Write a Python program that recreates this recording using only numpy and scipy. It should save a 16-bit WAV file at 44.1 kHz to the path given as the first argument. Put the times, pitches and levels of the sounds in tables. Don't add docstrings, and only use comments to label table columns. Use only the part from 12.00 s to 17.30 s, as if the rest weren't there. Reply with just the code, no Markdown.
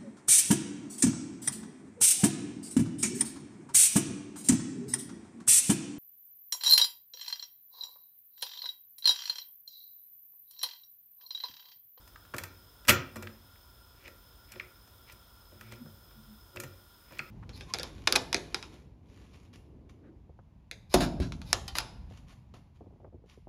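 import sys
import numpy as np
from scipy import signal
from scipy.fft import rfft, irfft, next_fast_len
from scipy.io import wavfile
from scipy.ndimage import uniform_filter1d, map_coordinates

SR = 44100
rng = np.random.default_rng(int(sys.argv[2]) if len(sys.argv) > 2 else 0)


def decibels_to_gain(level_db):
    exponent = np.asarray(level_db, float) / 20
    return 10 ** exponent


def waveform_to_disk(signal):
    frames = np.transpose(np.atleast_2d(signal))
    scaled = np.clip(frames, -1, 1) * 32767
    samples = np.round(scaled).astype(np.int16)
    wavfile.write(sys.argv[1], SR, samples)


N = 233834

# (time [s], clack peak [dB], clack centre [Hz],
# snap re clack [dB], push on the pot re clack, before the thump gain [dB])
CONTACTS = [(0.076, -51.5, 1310, 3, -13), (.158, -40, 1260, -19, -36), (.25, -48.5, 1350, -7, -10),
            (.338, -29, 1430, -19, 4), (.343, -28.5, 1240, -10, -26), (.364, -43, 2320, 6, -1),
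            (.382, -27, 1990, -1, -24), (.387, -35.5, 1600, -6, -23), (0.436, -30, 1930, -1.5, -9),
            (.85, -41, 1960, -8, -10), (.873, -35.5, 1700, 0, -18), (.881, -22, 1760, 3, -21),
            (.884, -12, 1900, -5, -14), (.888, -12, 2300, -3, -16), (.892, -7, 2700, -1, -6),
            (.895, -12, 2400, -1, -20), (.9, -12, 2280, -4, -14), (.905, -14, 2420, -5, -10),
            (1.158, -34, 1290, -4, 4.5), (1.166, -37.5, 1510, -2, -2.5), (1.224, -37, 1740, -1.5, 5),
            (1.23, -39, 1900, -9, -4.5), (1.271, -32, 2000, -21, -18), (1.556, -52.5, 1970, -14, -20),
            (2.053, -42, 2200, -25, -21), (2.057, -43, 2250, -22, -20), (2.071, -47, 2200, -21, -17),
            (2.078, -38, 1980, -6.5, -2), (2.519, -42, 3320, 3.5, -20), (2.558, -44, 2040, -17, 7),
            (2.597, -27.5, 2100, -26, -33), (2.607, -39, 1610, -25, -10), (2.875, -53, 1340, -1, -11),
            (3.122, -51.5, 2300, 7.5, 3.5), (3.521, -56.5, 1400, -11, 14), (3.61, -37, 1540, -7, -10),
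            (3.721, -40.5, 2240, -2, 2.5), (3.86, -49.5, 1226, -10, 9), (4.11, -52.5, 900, -11, 2.5),
            (4.56, -38, 980, -3.5, 5.2), (4.5701, -31, 2500, -36, -22), (4.6, -34.5, 1950, 5.5, -16),
            (4.635, -36.5, 1900, 0, -1), (4.639, -41, 1500, -7, 2.5), (5.109, -48.5, 980, -26, 4),
            (5.122, -44.5, 1320, -6, 5.5), (5.185, -48, 2300, 4, -21), (5.191, -22, 2260, -25, -16),
            (5.2, -32.5, 1400, -23, -8.5)]
# (frequency [Hz], relative level [dB], t60 [s])
LID_MODES = [(1287, -2, .3), (1394, 1, .3), (1561, -5, .25), (1809, -6, .27), (1879, -5, .3),
             (1986, -4, .21), (2213, -9, .3), (2363, -2, .26), (2546, -4, .17), (2735, -8, .24),
             (3042, -14, .3), (3397, -12, .25), (3488, -12, .3), (4102, -8, .21), (5620, -9, .23),
             (5911, -10, .22), (6126, -10, .23), (7106, -11, .27), (7251, -11, .2)]
# (centre [Hz], width [Hz], relative level [dB])
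POT_MODES = [(65, 15, -5), (92, 9, 1), (117, 16, -1), (155, 25, -5), (219, 10, 1), (278, 14, -2),
             (330, 40, -6), (362, 12, 2), (470, 50, -8), (548, 14, -1), (595, 25, -5), (680, 60, -9),
             (950, 120, -12)]
# (frequency [Hz], relative level [dB])
SNAP_COLOUR = [(2500, -25), (4200, -3.5), (6000, -0.5), (8000, -0.5), (10500, -4.5), (12500, -0.5),
               (15500, -8.5), (17000, -75)]
# (centre [Hz], width [Hz], relative level [dB])
KNOB_MODES = [(1350, 1370, -9.5), (2030, 370, -5.5), (2300, 310, -7), (3460, 1220, -9), (4300, 1400, -10),
              (6481, 3700, -22)]
# (frequency [Hz], relative level [dB])
FLOOR_COLOUR = [(15, -45.5), (30, -18), (45, 12.5), (65, 8.5), (100, 6), (140, -3), (300, -6.5), (800, -11),
                (1400, -11.5), (2100, -20.5), (3500, -22), (5000, -19.5), (8000, -23), (10500, -25),
                (14500, -23.5), (15800, -22), (15900, -89.5)]
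# (centre [Hz], width before squaring [Hz], level over the broad floor [dB])
HISS_BANDS = [(988, 100, 4.5), (1400, 126, 10.5), (3425, 755, 11.5), (5142, 190, 17.5), (8920, 200, 13),
              (9700, 120, 14), (11780, 780, 12.5), (12600, 200, 5), (14610, 1300, 13)]
# (frequency [Hz], t60 [s], relative starting level [dB])
ROOM_TAIL = [(100, 0.806, -2.5), (510, 0.4, 4.5), (2000, 0.42, -7.5), (6040, 0.28, -4), (8950, 0.1, -1),
             (14000, 0.15, 5)]
# (peak time [s], nominal level [dB], rise [s], fall [s], mean pitch [Hz])
PUSHES = [(.355, -50, 0.02, .1, 124.8), (.446, -48.5, 0.13, 0.21, 95), (0.904, -28, .025, 0.09, 117.7),
          (.9, -33, 0.026, 0.22, 91.9), (1.0, -44, 0.11, 0.072, 136.6), (1.235, -48, .15, 0.21, 94.4),
          (2.09, -63.5, .15, 0.22, 96), (2.52, -60, 0.057, .2, 117), (2.62, -61.5, .08, .25, 93.4),
          (3.14, -59.5, 0.062, 0.057, 109.9), (3.545, -61, 0.075, 0.14, 92), (3.73, -48.5, 0.18, .17, 115),
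          (3.864, -52, .07, 0.11, 150), (3.915, -53.5, .1, 0.17, 92.7), (4.19, -57.5, 0.096, 0.17, 139.7),
          (4.61, -50.5, .1, .1, 116.4), (4.655, -48, .06, 0.077, 132.7), (4.72, -52, 0.17, 0.2, 92),
          (5.128, -55, 0.046, .05, 115), (5.216, -50.5, .05, 0.048, 143.3), (0.891, -36.5, 0.018, .08, 273),
          (2.565, -49, .02, 0.11, 362), (4.572, -51.5, .015, 0.13, 362), (0.899, -33, 0.018, 0.093, 216),
          (0.892, -32, 0.015, .06, 585), (.96, -43, 0.089, 0.15, 551), (1.04, -47.5, .08, 0.14, 266.3),
          (1.185, -47, .05, 0.12, 224.2), (1.3, -50.5, .12, 0.12, 220), (2.565, -55, 0.058, 0.053, 220),
          (3.16, -66, 0.064, .08, 217), (3.62, -62.5, 0.18, 0.25, 220), (3.735, -60, 0.14, .1, 220),
          (3.82, -44, 0.05, 0.033, 243), (3.865, -53.5, 0.046, .15, 217.4), (4.185, -52, 0.032, 0.14, 222),
          (4.33, -52.5, 0.11, 0.091, 216), (4.615, -55.5, .06, 0.14, 221), (5.216, -58.5, .08, .08, 226)]
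# (peak time [s], nominal level [dB], rise [s], fall [s])
SHAKES = [(.38, -48, 0.055, .06), (.51, -61, 0.044, .05), (1.244, -56, .08, 0.16),
          (2.092, -53.5, 0.11, 0.085), (2.57, -53.5, 0.042, .12), (2.62, -64.5, 0.046, 0.13),
          (2.95, -66, 0.23, .2), (3.122, -69, 0.045, 0.053), (3.53, -60, 0.036, 0.051),
          (3.736, -60, 0.2, .06), (3.85, -59, 0.064, 0.13), (4.58, -48, 0.055, 0.24),
          (5.128, -52, 0.021, 0.029), (5.216, -56, 0.058, 0.044)]
# (peak time [s], nominal level [dB], rise [s], fall [s])
SCUFFS = [(2.066, -55, .12, .04), (2.526, -57.5, 0.053, 0.04), (2.59, -61, 0.18, .01),
          (3.098, -52.5, 0.049, .065), (3.722, -56, 0.19, 0.12), (5.18, -53.5, 0.15, 0.011)]


def contacts():
    ring_db, thump_db = -24, 20
    air_wet_db, pot_wet_db = -6, -5
    air, pushes = np.zeros(N), np.zeros(N)
    for s, db, hz, treble_db, push_db in CONTACTS:
        fade = rattle_fade(treble_db)
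        clack = knob_clack(fade, hz, treble_db)
        snap = bright_snap(fade)
        dry_contact = clack + decibels_to_gain(treble_db) * snap + decibels_to_gain(ring_db) * lid_ring(treble_db)
        add(air, s, decibels_to_gain(db) * dry_contact)
        add(air, s, decibels_to_gain(db + air_wet_db) * kitchen(dry_contact[:SR // 10]))
        add(pushes, s, decibels_to_gain(db + push_db + thump_db) * np.hanning(12))
    pot = filtered(pushes, resonances(POT_MODES))
    return air + pot + decibels_to_gain(pot_wet_db) * kitchen(pot)[:N]


def rattle_fade(treble_db):
    t = np.arange(SR // 3) / SR
    t60 = max(0.023 + 0.0003 * treble_db, 0.004)
    onset = 1 - np.exp(-t / 0.0005)
    return decibels_to_gain(-60 * (t / t60) ** 1.2) * onset


def knob_clack(fade, hz, treble_db):
    sharpness = 1.27 - 0.1 * min(treble_db + 5, 0)
    knob = resonances(KNOB_MODES)
    spot = resonances([(hz, hz / sharpness, 0)])
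    clack = filtered(rng.standard_normal(len(fade)) * fade, lambda f: knob(f) * spot(f))
    return clack / abs(clack).max()


def bright_snap(fade):
    snap = filtered(rng.standard_normal(len(fade)) * fade, lambda f: decibels_to_gain(along(SNAP_COLOUR, f)))
    return snap / abs(snap).max()


def lid_ring(treble_db):
    t = np.arange(SR // 3) / SR
    hz, db, t60 = np.transpose(LID_MODES)[..., None]
    strike = rng.normal(0, 3, db.shape)
    strike += treble_db * np.clip(hz / 5000, 0, 1)
    drift = np.cumsum(0.045 * rng.standard_normal((len(LID_MODES), len(t))), axis=1)
    modes = decibels_to_gain(db + strike - 60 * t / t60) * np.sin(2 * np.pi * hz * t + drift)
    return np.sum(modes, axis=0)


def pot_pushes():
    t = np.arange(N) / SR
    waver = np.cumsum(4 * wobble(30)) / SR
    tones = sum(swell(*stroke) * np.sin(2 * np.pi * (hz * t + waver)) for *stroke, hz in PUSHES)
    return tones * np.sqrt(2) * decibels_to_gain(1.6 * wobble(25))


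def lid_shakes():
    middle = resonances(POT_MODES[5:11])
    shake = unit(filtered(rng.standard_normal(N), lambda f: middle(f) ** 2))
    return sum(swell(*stroke) for stroke in SHAKES) * shake


def finger_scuffs():
    grit = decibels_to_gain(3.4 * wobble(300)) * rng.standard_normal(N)
    knob = resonances(KNOB_MODES)
    emphasis = resonances([(2250, 700, 0)])
    skin = unit(filtered(grit, lambda f: knob(f) * (0.53 + emphasis(f))))
    return sum(swell(*stroke) for stroke in SCUFFS) * skin


def swell(s, db, rise_s, fall_s):
    swell_db = 25
    t = np.arange(N) / SR - s
    distance = np.where(t < 0, -t / abs(rise_s), t / abs(fall_s))
    return uniform_filter1d(decibels_to_gain(db - swell_db * distance), size=300)


def kitchen(x):
    hz, t, z = signal.stft(rng.standard_normal(SR // 2), SR, nperseg=256)
    f, t60, db = np.transpose(ROOM_TAIL)
    t60 = along(np.c_[f, t60], hz)[:, None]
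    db = along(np.c_[f, db], hz)[:, None]
    tail = signal.istft(z * decibels_to_gain(db - 60 * t / t60), SR, nperseg=256)[1]
    delayed = np.pad(x, (250, 0))
    return signal.fftconvolve(delayed, tail / np.linalg.norm(tail))


def hiss():
    level_db = -57.5
    floor = filtered(rng.standard_normal(N), lambda f: decibels_to_gain(along(FLOOR_COLOUR, f)))
    bands = sum(decibels_to_gain(0.7 * wobble(8.5)) * hiss_band(*band) for band in HISS_BANDS)
    return decibels_to_gain(level_db + 0.25 * wobble(2.8)) * unit(floor + bands)


def hiss_band(hz, width, db):
    peak = resonances([(hz, width, db / 2)])
    return filtered(rng.standard_normal(N), lambda f: decibels_to_gain(along(FLOOR_COLOUR, f)) * peak(f) ** 2)


def unit(x):
    return x / np.sqrt(np.mean(x ** 2) + 1e-20)


def along(points, hz):
    f, v = np.transpose(points)
    return np.interp(np.log(hz + 1), np.log(f + 1), v)


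def wobble(rate):
    knots = rng.standard_normal(int(N * rate / SR) + 4)
    return map_coordinates(knots, [np.arange(N) * rate / SR])


def filtered(x, response):
    n = x.shape[-1]
    m = next_fast_len(2 * n)
    return irfft(rfft(x, m) * response(np.fft.rfftfreq(m, 1 / SR)), m)[..., :n]


def resonances(peaks):
    def response(f):
        total = 0
        for k, (centre, width, db) in enumerate(peaks):
            damping = 1j * f * width
            total = total + (-1) ** k * decibels_to_gain(db) * damping / (centre * centre - f * f + damping)
        return total
    return response


def add(track, s, sound):
    part = track[round(s * SR):][:len(sound)]
    part += sound[:len(part)]


def scene():
    hand = pot_pushes() + lid_shakes() + finger_scuffs()
    return (contacts() + hand + hiss())[None]


def roll_off(x):
    return signal.sosfilt(signal.butter(12, 16810, fs=SR, output="sos"), x)


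def record(dry):
    return roll_off(dry)


dry = scene()
out = record(dry)
waveform_to_disk(out)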